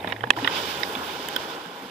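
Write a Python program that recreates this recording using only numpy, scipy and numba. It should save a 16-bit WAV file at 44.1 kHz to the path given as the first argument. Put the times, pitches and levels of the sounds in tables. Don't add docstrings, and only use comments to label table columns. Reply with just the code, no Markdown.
import sys
import numpy as np
from scipy import signal
from scipy.fft import rfft, irfft, next_fast_len
from scipy.io import wavfile
from scipy.ndimage import uniform_filter1d
from numba import njit

SR = 44100
rng = np.random.default_rng(int(sys.argv[2]) if len(sys.argv) > 2 else 0)


def ratio_of_db(decibels):
    return 10 ** (np.asarray(decibels, float) / 20)


def to_wav(s):
    ch = np.atleast_2d(s).T
    pcm = np.round(np.clip(ch, -1, 1) * 32767)
    wavfile.write(sys.argv[1], SR, pcm.astype(np.int16))


N = 83790


def col(table, k):
    return np.interp(np.arange(N) / SR, *np.array(table).T[[0, k]])


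def curve(table, hz):
    table_hz, value = np.array(table).T
    return np.interp(np.log(hz + 1), np.log(table_hz), value)


def unit(x):
    return x / np.sqrt(np.mean(x ** 2))


def walk(rate_hz):
    hold = int(SR / rate_hz)
    steps = np.repeat(rng.standard_normal(N // hold + 1), hold)
    return 0.91 * uniform_filter1d(uniform_filter1d(steps, hold), hold)[:N]


def add(out, at_s, piece):
    i = int(at_s * SR)
    out[..., i:i + piece.shape[-1]] += piece[..., :N - i]


@njit
def ring(at, hz, cycles, size, glide, length):
    y = np.zeros(length)
    for k in range(len(at)):
        w = 2 * np.pi * hz[k] / SR
        steps = int(cycles[k] * SR / hz[k])
        fade, phase = np.exp(-5 / (steps + 1)), 0.
        g = size[k]
        for i in range(at[k], min(at[k] + steps, length)):
            phase += w * (1 + glide * (i - at[k]) / steps)
            y[i] += g * np.sin(phase)
            g *= fade
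    return y


TOP_HZ = 15300
# centre_hz, width_hz, level_db
CASE_PEAKS = [(297, 20, 2), (461, 100, 3.5), (821, 40, 6), (1640, 120, 1.5), (2990, 88, 4.5),
              (3520, 440, 5.5), (4940, 110, 1), (5060, 900, 4.5)]
# freq_hz, share (0-1)
ALIKE = [(200, 1), (450, 0.85), (1200, 0.85), (1550, 0), (2300, 1), (2800, 0.43), (5000, 0), (15000, 0)]


def rush(spectrum, per_s, cycles, grain_db, scatter_db, flicker_db):
    hz = np.arange(N // 2 + 1) * SR / N
    rings_db = sum(db / (1 + (2 * (hz - f) / w) ** 2) for f, w, db in CASE_PEAKS)
    colour = ratio_of_db(curve(spectrum, hz) + rings_db) * (hz < TOP_HZ)
    fields = []
    for _ in range(2):
        when, height, rarity = rng.random((int(per_s * N / SR), 3)).T
        pitch_hz = 150 * 100 ** height
        size = pitch_hz / 1000 * ratio_of_db(-scatter_db * np.log(1 - .97 * rarity))
        grains = ring((when * N).astype(np.int64), pitch_hz, cycles + 0 * pitch_hz, size, 0.34, N)
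        hiss = unit(rng.standard_normal(N))
        fields.append(rfft(hiss + ratio_of_db(grain_db) * unit(grains)) * colour)
    alike = np.clip(curve(ALIKE, hz), 0, 1)
    left = alike * fields[0] + np.sqrt(1 - alike ** 2) * fields[1]
    pair = np.array([left, fields[0]])
    out, shared = 0, walk(40.15)
    for centre_hz in 45 * 2. ** np.arange(0, 9):
        octaves = np.clip(np.log2((hz + 1) / centre_hz), -1, 1)
        band = np.cos(np.pi / 2 * octaves) ** 2
        out = out + irfft(pair * band, N) * ratio_of_db(flicker_db * (shared + walk(25.07)))
    return out / np.sqrt(np.mean(out[1] ** 2))


# start_s, surge_db, spray_db, mist_db
SPLASH = [(.358, -61, -49, -66), (.367, -34, -34.5, -70), (.47, -31, -32.5, -70), (.57, -29, -27.5, -38.5),
          (.68, -34, -30.5, -42), (.76, -33, -31.5, -43.5), (.95, -31.5, -35, -46.5),
          (1.2, -35.5, -34.5, -48), (1.5, -34.5, -36, -50.5), (1.65, -38.5, -41.5, -60),
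          (1.9, -40.5, -43.5, -55)]
# freq_hz, density_db (per Hz)
SURGE = [(50, -43), (130, -10.5), (300, -2), (480, -2.5), (620, -4), (900, -4), (1500, 2.5), (2600, -25.5)]
# freq_hz, density_db (per Hz)
SPRAY = [(900, -43), (1600, -8.5), (2300, -3), (3100, -2), (5500, -12), (6500, -16), (9500, -27),
         (15000, -23)]
# freq_hz, density_db (per Hz)
MIST = [(3000, -15.5), (6000, 0.5), (8000, -1.5), (10000, -4), (12500, -0.5), (15000, 7.5)]


def water():
    surge = rush(SURGE, per_s=700, cycles=11.5, grain_db=-7, scatter_db=2.5, flicker_db=0.0)
    spray = rush(SPRAY, per_s=1250, cycles=3.4, grain_db=-9.5, scatter_db=1.5, flicker_db=1.49)
    mist = rush(MIST, per_s=780, cycles=2.8, grain_db=-3.0, scatter_db=2.5, flicker_db=-2.0)
    return surge * ratio_of_db(col(SPLASH, 1)) + spray * ratio_of_db(col(SPLASH, 2)) + mist * ratio_of_db(col(SPLASH, 3))


# start_s, level_db (6 dB under the right port's peak), low_hz, high_hz, high_re_low_db
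KNOCKS = [(.004, -35, 880, 3680, 12), (0.0445, -21.5, 890, 1800, -4.5), (.045, -27, 430, 623, -1),
          (.0730, -25, 3670, 2520, -11), (.0755, -25, 1760, 880, -5), (0.079, -37, 900, 3700, -2),
          (0.1042, -32, 1830, 3750, 6), (.111, -33, 477, 3730, -6), (0.1227, -16, 1865, 2196, -7),
          (0.1234, -22, 2910, 3704, -4), (.124, -23, 467, 800, 3.5), (0.163, -28, 1850, 3460, -10),
          (0.2075, -27, 1870, 3100, -2), (0.2345, -27.5, 1530, 3060, -4), (.2392, -16.5, 877, 1697, 2),
          (0.271, -27, 870, 1680, -5), (0.3042, -3.5, 1180, 1730, 2.5), (.3047, -0.5, 2634, 3220, -2.5),
          (.3346, -31.5, 2000, 3870, -9), (.387, -22, 1840, 810, -4), (0.445, -14, 2880, 3770, -5),
          (0.45, -17.5, 894, 1840, 3), (0.4749, -10, 1874, 3700, -4), (0.4742, -14.5, 1518, 3290, -1),
          (0.475, -19, 1210, 2370, -10), (0.8324, -14.5, 1880, 3790, -2), (0.8335, -18, 5100, 2180, -9),
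          (0.9515, -21, 2370, 3440, 6), (1.2859, -25.5, 1710, 3047, 3), (1.3578, -30, 5370, 3740, -6),
          (1.3621, -14, 1540, 3440, 6.5), (1.3622, -21, 5150, 3120, -1), (1.3655, -26, 1530, 3180, -5)]
CASE_HZ = [465, 855, 1020, 1220, 1530, 1720, 1850, 2000, 2260, 2520, 3040, 3330, 3790, 5150]
CASE_T60_S, SPREAD_OCT, STRAY_DB = 0.012, 0.12, -16.5
CONTACT_S, SOFT_PER_DB = 0.00048, 1.27
CRACK_DB, CRACK_HZ, CRACK_DECAY_S = -44, 5900, 0.00073
KNOCK_LEFT_DB, KNOCK_LEFT_LOW_DB = -2.5, -6


def knocks():
    out, t = np.zeros((2, N)), np.arange(2200) / SR
    base_hz = np.array(CASE_HZ)[:, None]
    chance = rng.standard_normal((len(KNOCKS), 3, len(CASE_HZ), 1))
    lowpass = signal.butter(2, CRACK_HZ, fs=SR)
    noise = signal.lfilter(*lowpass, rng.standard_normal((len(KNOCKS), 2, 2200)))
    decay = np.exp(-np.log(1000) * t / CASE_T60_S * np.maximum(1, base_hz / 3000))
    left_gain = ratio_of_db(np.where(base_hz > 1300, KNOCK_LEFT_DB, KNOCK_LEFT_LOW_DB))

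    def near(pitch_hz):
        return np.exp(-(np.log2(base_hz / pitch_hz) / SPREAD_OCT) ** 2)

    for (start_s, db, low, high, high_db), (stray, detune, turn), crack in zip(KNOCKS, chance, noise):
        gain = near(low) + ratio_of_db(high_db) * near(high)
        gain = gain + ratio_of_db(STRAY_DB + 3.16 * stray) * np.minimum(1, (2.35 * high / base_hz) ** 3)
        rise_s = CONTACT_S * SOFT_PER_DB * -min(db, 0)
        swell = gain * (1 - np.exp(-t / rise_s)) * decay
        hz = base_hz * (1 + 0.012 * detune)
        hz[np.abs(base_hz - low).argmin()] = low
        hz[np.abs(base_hz - high).argmin()] = high
        phase = 2 * np.pi * hz * t
        left = (left_gain * swell * np.sin(phase + turn)).sum(0)
        right = (swell * np.sin(phase)).sum(0)
        both = np.array([left, right]) / np.abs(right).max()
        both = both + ratio_of_db(CRACK_DB) * (high / 3000) ** 2 * crack * np.exp(-t / CRACK_DECAY_S)
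        add(out, start_s, both * ratio_of_db(db + 6))
    return out


# start_s, peak_db, pitch_hz, t60_s, left_db
SLAPS = [
    (.239, -1, 1100, 0.0051, -8),
    (0.365, -20, 1370, 0.023, -4),
    (.374, -16, 950, 0.021, -2),
    (.381, -22.5, 680, 0.027, -6),
    (.397, -22.5, 850, 0.029, -4),
    (1.4035, -20, 603, 0.013, -2),
]


def slaps():
    out, t = np.zeros((2, N)), np.arange(2000) / SR
    for start_s, db, hz, t60_s, left_db in SLAPS:
        level = ratio_of_db(db + np.array([[left_db], [0]]))
        fade = (1 - np.exp(-t * hz * 4)) * 1000. ** (-t / t60_s)
        add(out, start_s, level * np.sin(2 * np.pi * hz * t) * fade)
    return out


# start_s, peak_db, pitch_hz, t60_s
BOOMS = [(.072, -14, 251, 0.019), (.271, -21, 240, 0.031), (.239, -24, 488, 0.048), (0.3, -50, 55, 0.057),
         (0.368, -23.5, 327, 0.077), (0.371, -30.5, 118, 0.18), (0.424, -23, 276, 0.17),
         (0.441, -31.5, 119, 0.1), (0.758, -36.5, 137, .2), (.96, -33.5, 256.6, 0.28),
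         (1.659, -40.5, 175, 0.31)]


def booms():
    out, t = np.zeros(N), np.arange(12000) / SR
    for start_s, db, hz, t60_s in BOOMS:
        fade = (1 - np.exp(-t * hz / 0.89)) * 1000. ** (-t / t60_s)
        add(out, start_s, ratio_of_db(db) * np.sin(2 * np.pi * hz * t) * fade)
    return out


# start_s, peak_db, pitch_hz
DROPS = [
    (0.1214, -39, 5200),
    (0.389, -33, 13500),
    (0.477, -27, 14000),
    (1.2862, -20, 12360),
    (1.287, -24.5, 6950),
    (1.363, -17.5, 14700),
    (1.362, -24.5, 11100),
    (1.3634, -27.5, 7760),
    (1.502, -40, 14460),
]
DROP_DECAY_S, DROP_HISS = 0.00077, .8


def drops():
    out, t = np.zeros((2, N)), np.arange(300) / SR
    for start_s, db, hz in DROPS:
        hiss = DROP_HISS * rng.standard_normal(len(t))
        tick = (np.sin(2 * np.pi * hz * t) + hiss) * np.exp(-t / DROP_DECAY_S)
        add(out, start_s, ratio_of_db(db) * tick * ratio_of_db(np.array([[-9], [0]])))
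    return out


# start_s, hum_hz, level_db
WHEELS = [
    (0, 89, -48.5),
    (.14, 106.7, -45.5),
    (.27, 113.5, -38),
    (.31, 116.6, -54),
    (.42, 109.3, -46),
    (.56, 94.7, -50.5),
    (.72, 82.9, -52),
    (1.1, 85, -57),
    (1.5, 71, -62),
    (1.58, 69, -81),
]


def wheels():
    hum_hz = col(WHEELS, 1) * (1 + 0.066 * walk(32.4))
    phase = 2 * np.pi * np.cumsum(hum_hz) / SR
    hum = (1 + 0.24 * walk(33.0)) * np.sin(phase) + 1.1 * walk(38.6) * np.cos(phase)
    return hum * ratio_of_db(col(WHEELS, 2))


# freq_hz, density_db (per Hz)
AIR = [(24, -57), (40, -18), (260, -4), (1020, -9), (2330, -10), (4800, -33), (6010, -33), (12700, -29),
       (15500, -26)]
AIR_DB, AIR_FADE_DB_PER_S = -38, -4


def air():
    flow = rush(AIR, per_s=400, cycles=12.0, grain_db=-7.5, scatter_db=4.5, flicker_db=3.5)
    return flow * ratio_of_db(AIR_DB + AIR_FADE_DB_PER_S * np.arange(N) / SR)


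def scene():
    return water() + knocks() + slaps() + booms() + drops() + wheels() + air()


def roll_off(x):
    return signal.sosfilt(signal.butter(12, 16110, fs=SR, output="sos"), x)


CAVITY_HZ, CAVITY_Q, LEAK, LEFT_TREBLE_DB = 1027, 4.63, 1, -0.5
DUCT_HZ, DUCT_NOTCH_HZ, DUCT_Q = 527, 581, 1.74


def record(dry):
    size = next_fast_len(N + 4096)
    hz = np.arange(size // 2 + 1) * SR / size

    def resonator(centre_hz, q):
        return 1 - (hz / centre_hz) ** 2 + 1j * hz / centre_hz / q

    tilt = (1 + 1j * hz / 4000 * ratio_of_db(LEFT_TREBLE_DB)) / (1 + 1j * hz / 4000)
    cavity = (1 / resonator(CAVITY_HZ, CAVITY_Q) + LEAK * tilt) / (1 + LEAK)
    duct = resonator(DUCT_NOTCH_HZ, DUCT_Q) / resonator(DUCT_HZ, DUCT_Q)
    left = irfft(rfft(dry[0], size) * cavity * duct, size)[:N]
    clipped = np.clip(np.array([left, dry[1]]), -1, 1)
    lowpass = signal.butter(8, 16000, fs=SR, output="sos")
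    return roll_off(signal.sosfilt(lowpass, clipped))


dry = scene()
out = record(dry)
to_wav(out)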